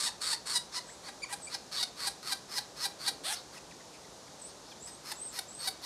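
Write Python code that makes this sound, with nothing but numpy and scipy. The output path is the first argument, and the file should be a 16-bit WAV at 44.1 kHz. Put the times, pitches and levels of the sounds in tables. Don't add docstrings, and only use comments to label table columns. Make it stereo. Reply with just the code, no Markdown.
import sys
import numpy as np
from scipy import signal
from scipy.fft import rfft, irfft, next_fast_len
from scipy.io import wavfile
from scipy.ndimage import uniform_filter1d, map_coordinates

SR = 44100
rng = np.random.default_rng(int(sys.argv[2]) if len(sys.argv) > 2 else 0)


def how_loud(loudness_db):
    steps = np.asarray(loudness_db, float) / 20
    return 10 ** steps


def file_out(sig):
    cols = np.atleast_2d(sig).T
    lim = np.clip(cols, -1, 1)
    pcm = np.round(lim * 32767).astype(np.int16)
    wavfile.write(sys.argv[1], SR, pcm)


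N = 257984
T = np.arange(N) / SR

# centre_hz, width_hz, level_db
CLOSING = [
    [(3823, 480, 4.5), (4425, 610, 4), (5060, 1800, 1.5)],
    [(8360, 1700, 0), (9420, 2000, -1)],
    [(817, 240, -0.69), (1700, 1600, -1.44)],
]


def unit(x):
    return x / np.sqrt(np.mean(x ** 2) + 1e-20)


def along(points, hz):
    f, v = np.transpose(points)
    return np.interp(np.log(hz + 1), np.log(f + 1), v)


def joined(calls):
    s, *columns = np.transpose(np.concatenate(calls))
    gate = sum((T >= call[0][0]) & (T <= call[-1][0]) for call in calls)
    curves = [np.interp(T, s, column) for column in columns]
    return curves + [uniform_filter1d(1. * gate, size=90)]


def wobble(rate):
    return map_coordinates(rng.standard_normal(int(N * rate / SR) + 4), [T * rate])


def filtered(x, response):
    m = 2 * next_fast_len(N // 2 + 4096)
    return irfft(rfft(x, m) * response(np.fft.rfftfreq(m, 1 / SR)), m)[..., :N]


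def causal(gain):
    cepstrum = irfft(np.log(gain + 1e-6))
    half = len(cepstrum) // 2
    cepstrum[1:half] *= 2
    cepstrum[half + 1:] = 0
    return np.exp(rfft(cepstrum))


def pulses(pitch_hz, scatter, size_db):
    cycles = np.cumsum(pitch_hz) / SR
    at = np.interp(np.arange(1, int(cycles[-1])), cycles, np.arange(N))
    late, uneven = rng.standard_normal((2, len(at)))
    here = at.astype(int)
    at = np.clip(at + late * scatter[here] * SR / pitch_hz[here], 8, N - 10)
    taps = np.floor(at)[:, None] + np.arange(-7, 9)
    away = taps - at[:, None]
    shape = np.sinc(away) * np.cos(np.pi * away / 16) ** 2
    sizes = -how_loud(uneven * size_db[here]) * np.sqrt(1000 / pitch_hz[here])
    return np.bincount(taps.astype(int).ravel(), (shape * sizes[:, None]).ravel(), N)


def breathy(train):
    return unit(train) + .35 * rng.standard_normal(N)


def throat(train, groups, gains):
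    out = np.zeros(N)
    for modes, gain in zip(groups, gains):
        def ring(f):
            power = sum(how_loud(2 * db) * (f * w) ** 2 / ((c * c - f * f) ** 2 + (f * w) ** 2) for c, w, db in modes)
            return causal(power ** 1.067)

        steady, moving = filtered(np.array([train, train * gain]), ring)
        out += moving / np.std(steady)
    return out


def rasp():
    # start_s, attack_s, swell_s, level_after_attack_db, end_level_db
    rasps = [(-.01, 0.011, 0.077, -34, -31), (.205, .011, 0.12, -39.5, -30.5),
             (.455, .014, 0.09, -39.5, -31.5), (.718, 0.036, 0.024, -35.5, -30.5),
             (1.025, 0.044, 0.021, -46.5, -45), (1.28, 0.019, 0.023, -56.5, -48),
             (1.495, .023, .028, -44, -33.5), (1.712, .014, 0.087, -39.5, -30.5),
             (1.96, 0.045, 0.066, -40.5, -33.5), (2.225, .055, 0.038, -38.5, -33.5),
             (2.485, .04, 0.052, -43.5, -30.5), (2.755, 0.019, 0.07, -46.5, -29.5),
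             (2.985, .022, 0.077, -48, -29.5), (3.34, .012, .048, -43.5, -49), (3.519, .03, .026, -52, -52),
             (4.471, .026, 0.015, -52, -60), (4.65, 0.011, 0.051, -62, -51), (4.86, 0.017, 0.018, -48, -52),
             (5.035, 0.042, 0.037, -45, -40), (5.318, 0.014, 0.048, -48.5, -38.5),
             (5.587, 0.024, .055, -44, -34), (5.814, 0.019, .02, -43.5, -34)]
    # time_s, main_resonance_hz, side_resonances_re_main_db
    posture = [(0, 4530, -9.5), (.3, 4350, -9), (.52, 4630, -9), (.76, 4680, -10), (1.07, 4380, -6.5),
               (1.31, 4440, 5), (1.53, 4500, -10), (1.78, 4520, -10.5), (2.04, 4368, -7),
               (2.55, 4680, -8.5), (2.82, 4667, -9), (3.04, 4325, -8), (3.38, 4540, -15),
               (3.57, 4300, -4.5), (4.7, 4737, -17), (4.9, 4773, -7.5), (5.36, 4620, -7),
               (5.7, 4596, -11.5)]
    # centre_hz, width_hz, level_db
    gapes = [
        [(3947, 830, 0.5)],
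        [(4430, 750, 0.5)],
        [(4990, 830, -3), (6300, 300, -9)],
    ]
    # centre_hz, width_hz, level_db
    sides = [
        [(8220, 2800, 8), (10100, 4700, -4)],
        [(1437, 1670, 19), (2000, 2300, -1.5)],
    ]

    calls = []
    for s, attack, swell, knee_db, end_db in rasps:
        knee, end = s + attack, s + attack + swell
        bend_db = knee_db + 0.44 * (end_db - knee_db)
        calls.append([(s, knee_db - 13.5), (knee, knee_db), (knee + 0.56 * swell, bend_db),
                      (end, end_db), (end + 0.016, end_db - 9)])
    level_db, gate = joined(calls)

    gape_hz, side_db, _ = joined([posture])
    eager_db = 6 / (1 + np.exp((T - 0.63) / 0.055))
    effort_db = level_db + 38.5
    bright_db = side_db - 0.8 + eager_db + 0.01 * effort_db
    low_db = side_db - 0.2057 * effort_db

    ends = np.array([call[-2][0] for call in calls])
    to_go = ends[np.minimum(np.searchsorted(ends, T - .015), len(ends) - 1)] - T
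    chaos = np.clip(to_go / .04, .2, 1)
    rate_hz = np.where(to_go < .02, 975, 1190 + 70 * wobble(25))
    train = breathy(pulses(rate_hz * (1 + .03 * wobble(120)), .17 * chaos, 4 * chaos))

    gain = gate * how_loud(level_db + 0.24 * wobble(150))
    near = np.array([0.079 + np.exp(-((gape_hz + 180 * wobble(40) - g[0][0]) / 450) ** 2) for g in gapes])
    near /= np.linalg.norm(near, axis=0)
    gains = [*(gain * near), gain * how_loud(np.minimum(bright_db, 7)), gain * how_loud(low_db)]
    return throat(train, gapes + sides, gains)


def hush():
    # frequency_hz, level_db
    wind = [(15, -55), (25, -23), (55, 3.5), (90, -4.5), (140, 0), (240, -2), (540, -1), (920, -4.5),
            (1310, -9), (2100, -16), (3150, -16), (3600, -11.5), (6400, -11), (10000, -21), (15600, -39)]
    # frequency_hz, coherence_0_to_1
    likeness = [(60, .78), (140, .55), (300, .65), (640, .62), (1400, .6), (3100, .93), (6800, .95),
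                (15000, .85)]
    # frequency_hz, phase_rad
    lag = [(70, 2.9), (140, 1.6), (340, .96), (1700, .08), (10000, .01)]
    # frequency_hz, difference_db
    tilt = [(60, -3.7), (130, -3.5), (250, -1.7), (500, .5), (1300, 1.5), (2400, -.8), (8000, -.3)]

    def common(hz):
        return np.clip(along(likeness, hz), 0, 1)

    left, other = rng.standard_normal((2, N))
    right = filtered(left, lambda hz: common(hz) * np.exp(-1j * along(lag, hz)))
    right = right + filtered(other, lambda hz: np.sqrt(1 - common(hz) ** 2))
    pair = filtered(np.array([left, right]),
                    lambda hz: how_loud(along(wind, hz) + np.outer([.5, -.5], along(tilt, hz))))
    return unit(pair) * how_loud(-51 + 0.11 * wobble(2.93))


def forest(x, alike):
    # frequency_hz, time_to_fall_60_db_s
    decay = [(1000, 0.35), (2500, 0.29), (4000, 0.25), (12000, 0.19)]
    step, out = SR // 4, np.zeros((2, N + SR))
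    for start in range(0, N, step):
        hz, t, z = signal.stft(rng.standard_normal((2, SR // 3)), SR, nperseg=256)
        fading = z * how_loud(-60 * t / along(decay, hz)[:, None])
        mid, side = signal.istft(fading, SR, nperseg=256)[1]
        tails = np.array([mid + (1 - alike) * side, mid - (1 - alike) * side])
        tails /= np.linalg.norm(tails[0])
        echo = signal.fftconvolve(x[None, start:start + step], tails, axes=1)
        out[:, start + 220:][:, :echo.shape[1]] += echo
    return out[:, :N]


def lock():
    # time_s, peak_db, pitch_hz, length_s, bright_db
    locks = [(0.065, -29, 971, .013, -23), (.085, -45, 867, 0.012, -8), (0.328, -30, 900, .01, -16),
             (.554, -21.5, 977, 0.028, -3.5), (0.785, -46, 977, 0.0073, -17), (1.085, -46, 806, .012, 0),
             (1.326, -33, 802, .02, 3), (1.546, -31.5, 797, 0.0099, -8), (1.827, -20.5, 733, 0.014, -12.5),
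             (2.071, -25.5, 805, 0.018, -1.5), (2.32, -22, 796, 0.017, -8.5),
             (2.581, -23, 806.5, 0.01249, -11), (2.852, -25.5, 800, 0.017, -4.5),
             (3.077, -22, 792.4, 0.019, -8.5), (5.116, -32, 884, 0.011, -3), (5.388, -26, 745, 0.0093, -5),
             (5.673, -23.5, 760, 0.019, -7)]
    pitch_hz, gains = np.full(N, 800.), np.zeros((3, N))
    for s, db, hz, length, bright_db in locks:
        span = slice(round((s - 1.5 * length) * SR), round((s + 2.5 * length) * SR))
        u = (T[span] - s) / length
        low_db = -3 - 0.69 * (db + 26.5)
        pitch_hz[span] = hz * (1 + .05 * (.5 - u))
        swell = np.clip(u / 0.13 + 0.49, 0, 1) * np.clip((1.2 - u) / 0.55, 0, 1)
        gains[:, span] += swell * how_loud(db - 8.5 + np.array([[0], [bright_db], [low_db]]))
    train = pulses(pitch_hz * (1 + .007 * wobble(150)), np.full(N, .016), np.full(N, 1.3))
    buzz = throat(breathy(train), CLOSING, gains)
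    lopsided = buzz - .22 * np.abs(buzz)
    return filtered(lopsided, lambda hz: 1 / (1 + (560 / (hz + 1)) ** 8))


def whistles():
    # start_s, length_s, level_db, pitch_factor
    chips = [(0.866, 0.093, -56.5, .975), (1.413, 0.071, -52.5, 1.01), (4.395, 0.098, -52.5, 1.012)]
    # share_of_length, pitch_hz, level_db
    course = [
        (0, 8350, -2.5),
        (.2, 8350, -0.5),
        (.27, 7650, 3),
        (.42, 7800, -1.5),
        (.66, 8600, 0.5),
        (.78, 9350, -12),
        (1, 9450, -17),
    ]
    # start_s, length_s, level_db, first_hz, last_hz
    arches = [(4.803, .145, -50.5, 7160, 8250), (5.131, .167, -49, 7060, 7280),
              (5.48, .16, -50, 7440, 8100)]
    notes = []
    for s, length, db, factor in chips:
        notes.append([(s + u * length, hz * factor, db + rel_db) for u, hz, rel_db in course])
    u = np.linspace(0, 1, num=40)
    top_hz, top_at = 8340, 0.68
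    for s, length, db, first_hz, last_hz in arches:
        before = np.clip(1 - u / top_at, 0, 1)
        after = np.clip((u - top_at) / (1 - top_at), 0, 1)
        hz = top_hz - (top_hz - first_hz) * before ** 1.7 - (top_hz - last_hz) * after ** 2.6
        notes.append(np.transpose([s + u * length, hz, db - 6 * before ** 2]))
    return notes


def songbird():
    pitch_hz, level_db, gate = joined(whistles())
    tremble_hz = 30 + .11 * np.abs(pitch_hz - 8400)
    turn = 2 * np.pi * np.cumsum(pitch_hz + tremble_hz * wobble(300)) / SR
    flutter_db = 2.4 * wobble(90) + 3 * wobble(35)
    return gate * how_loud(level_db + 3.5 + flutter_db) * np.sin(turn)


def squeaks():
    # start_s, length_s, first_hz, last_hz, level_db
    glides = [(0.886, 0.022, 1370, 2340, -51.5), (1.219, 0.021, 2294, 2490, -43.5),
              (1.23, 0.016, 2457, 2180, -34), (1.24, 0.014, 1160, 940, -45),
              (1.469, 0.019, 2314, 2353, -43.5), (3.562, 0.014, 1946, 1908, -56),
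              (3.572, .016, 2583, 2470, -51), (3.709, 0.0091, 2620, 2370, -50.5),
              (3.719, 0.0081, 2110, 1830, -51), (3.8, .015, 2000, 1800, -54.5),
              (3.932, 0.034, 2480, 2450, -56), (4.044, 0.017, 1930, 1800, -57),
              (4.273, .016, 2050, 1800, -56), (4.713, 0.02, 878, 753, -62.5)]
    out, shake = np.zeros(N), wobble(400)
    for s, length, first_hz, last_hz, db in glides:
        drop_db = 3.5 if first_hz < 1000 else -4
        span = slice(round(s * SR), round((s + length) * SR))
        u = (T[span] - s) / length
        waver_hz = (.07 if db < -49.5 else .015) * first_hz * (first_hz > 1500)
        pitch_hz = first_hz + (last_hz - first_hz) * u + waver_hz * shake[span]
        turn = 2 * np.pi * np.cumsum(pitch_hz) / SR
        count = 3 + (first_hz > 2200 or first_hz < 1100)
        tones = sum(how_loud(k * drop_db) * np.sin((k + 1) * turn) for k in range(count))
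        out[span] += how_loud(db) * np.sqrt(np.abs(np.sin(np.pi * u))) * tones
    return out


def rustle():
    # time_s, level_db
    moves = [(3.07, -66), (3.1, -49), (3.15, -52.5), (3.2, -52), (3.26, -62), (3.3, -61)]
    # frequency_hz, level_db
    bark = [(150, -43), (260, 2), (400, 8), (650, -3), (1100, -47)]
    level_db, gate = joined([moves])
    scrape = unit(filtered(rng.standard_normal(N), lambda hz: how_loud(along(bark, hz))))
    return gate * how_loud(level_db - 4.0 + 2.1 * wobble(29.7)) * scrape


def squawk():
    # time_s, pitch_hz, level_db, scatter_0_to_1
    course = [(3.236, 430, -50, .07), (3.25, 580, -39, .025), (3.268, 675, -36.5, .01),
              (3.272, 768, -38.5, .13), (3.295, 771, -36.5, .13), (3.299, 800, -36.5, .035),
              (3.326, 900, -35, .09), (3.331, 686, -31, .04), (3.348, 725, -36, .02)]
    # centre_hz, width_hz, level_db
    wide = [(3510, 770, -1.5), (4300, 1400, -1)], [(5300, 1700, 0)], [(800, 690, 2.5), (1800, 1370, 2),
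            (2750, 560, -4)]
    pitch_hz, level_db, scatter, gate = joined([course])
    before_gulp = T < 3.329
    low_db = np.where(before_gulp, -6, -11)
    bright_db = np.where(before_gulp, -4.5, -7.5)
    train = pulses(pitch_hz, scatter, 1 + 14 * scatter)
    gain = gate * how_loud(level_db)
    gape = np.clip((T - 3.285) / 0.085, .05, .9)
    gains = [gain * (1 - gape), gain * gape, gain * how_loud(low_db), gain * how_loud(bright_db)]
    return throat(train, [*wide, CLOSING[1]], gains)


def scene():
    # frequency_hz, level_db
    apart = [(600, -11), (1200, -14), (2000, -18), (4000, -32), (8000, -15), (11000, -21), (15000, -22)]
    # time_s, level_above_11_khz_db
    facing = [(0, -7), (1, -4.5), (2.5, 4.5), (3.5, 3), (5.5, 8.5)]
    chick = rasp() + lock() + squawk() + squeaks() + rustle()

    def treble_and_side(hz):
        return np.array([1 / (1 + (11000 / (hz + 1)) ** 12), np.exp(1.3j) * how_loud(along(apart, hz))])

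    treble, side = filtered(chick, treble_and_side)
    chick = chick + (how_loud(np.interp(T, *np.transpose(facing))) - 1) * treble
    near = chick + np.array([side, -side]) + how_loud(-10) * forest(chick, alike=0.79)
    bird = songbird()
    pair = np.array([np.roll(bird, shift=1), bird])
    far = pair * how_loud([[-1.5], [1.5]]) + forest(bird, alike=0.79)
    return near + far + hush()


def roll_off(x):
    return signal.sosfilt(signal.butter(12, 15740, fs=SR, output="sos"), x)


def record(dry):
    # frequency_hz, level_db
    capsule = [(11000, 0.5), (13500, 1), (15500, -11)]
    mix = filtered(dry, lambda hz: how_loud(along(capsule, hz)) * (hz < 15740))
    return roll_off(mix)


dry = scene()
out = record(dry)
file_out(out)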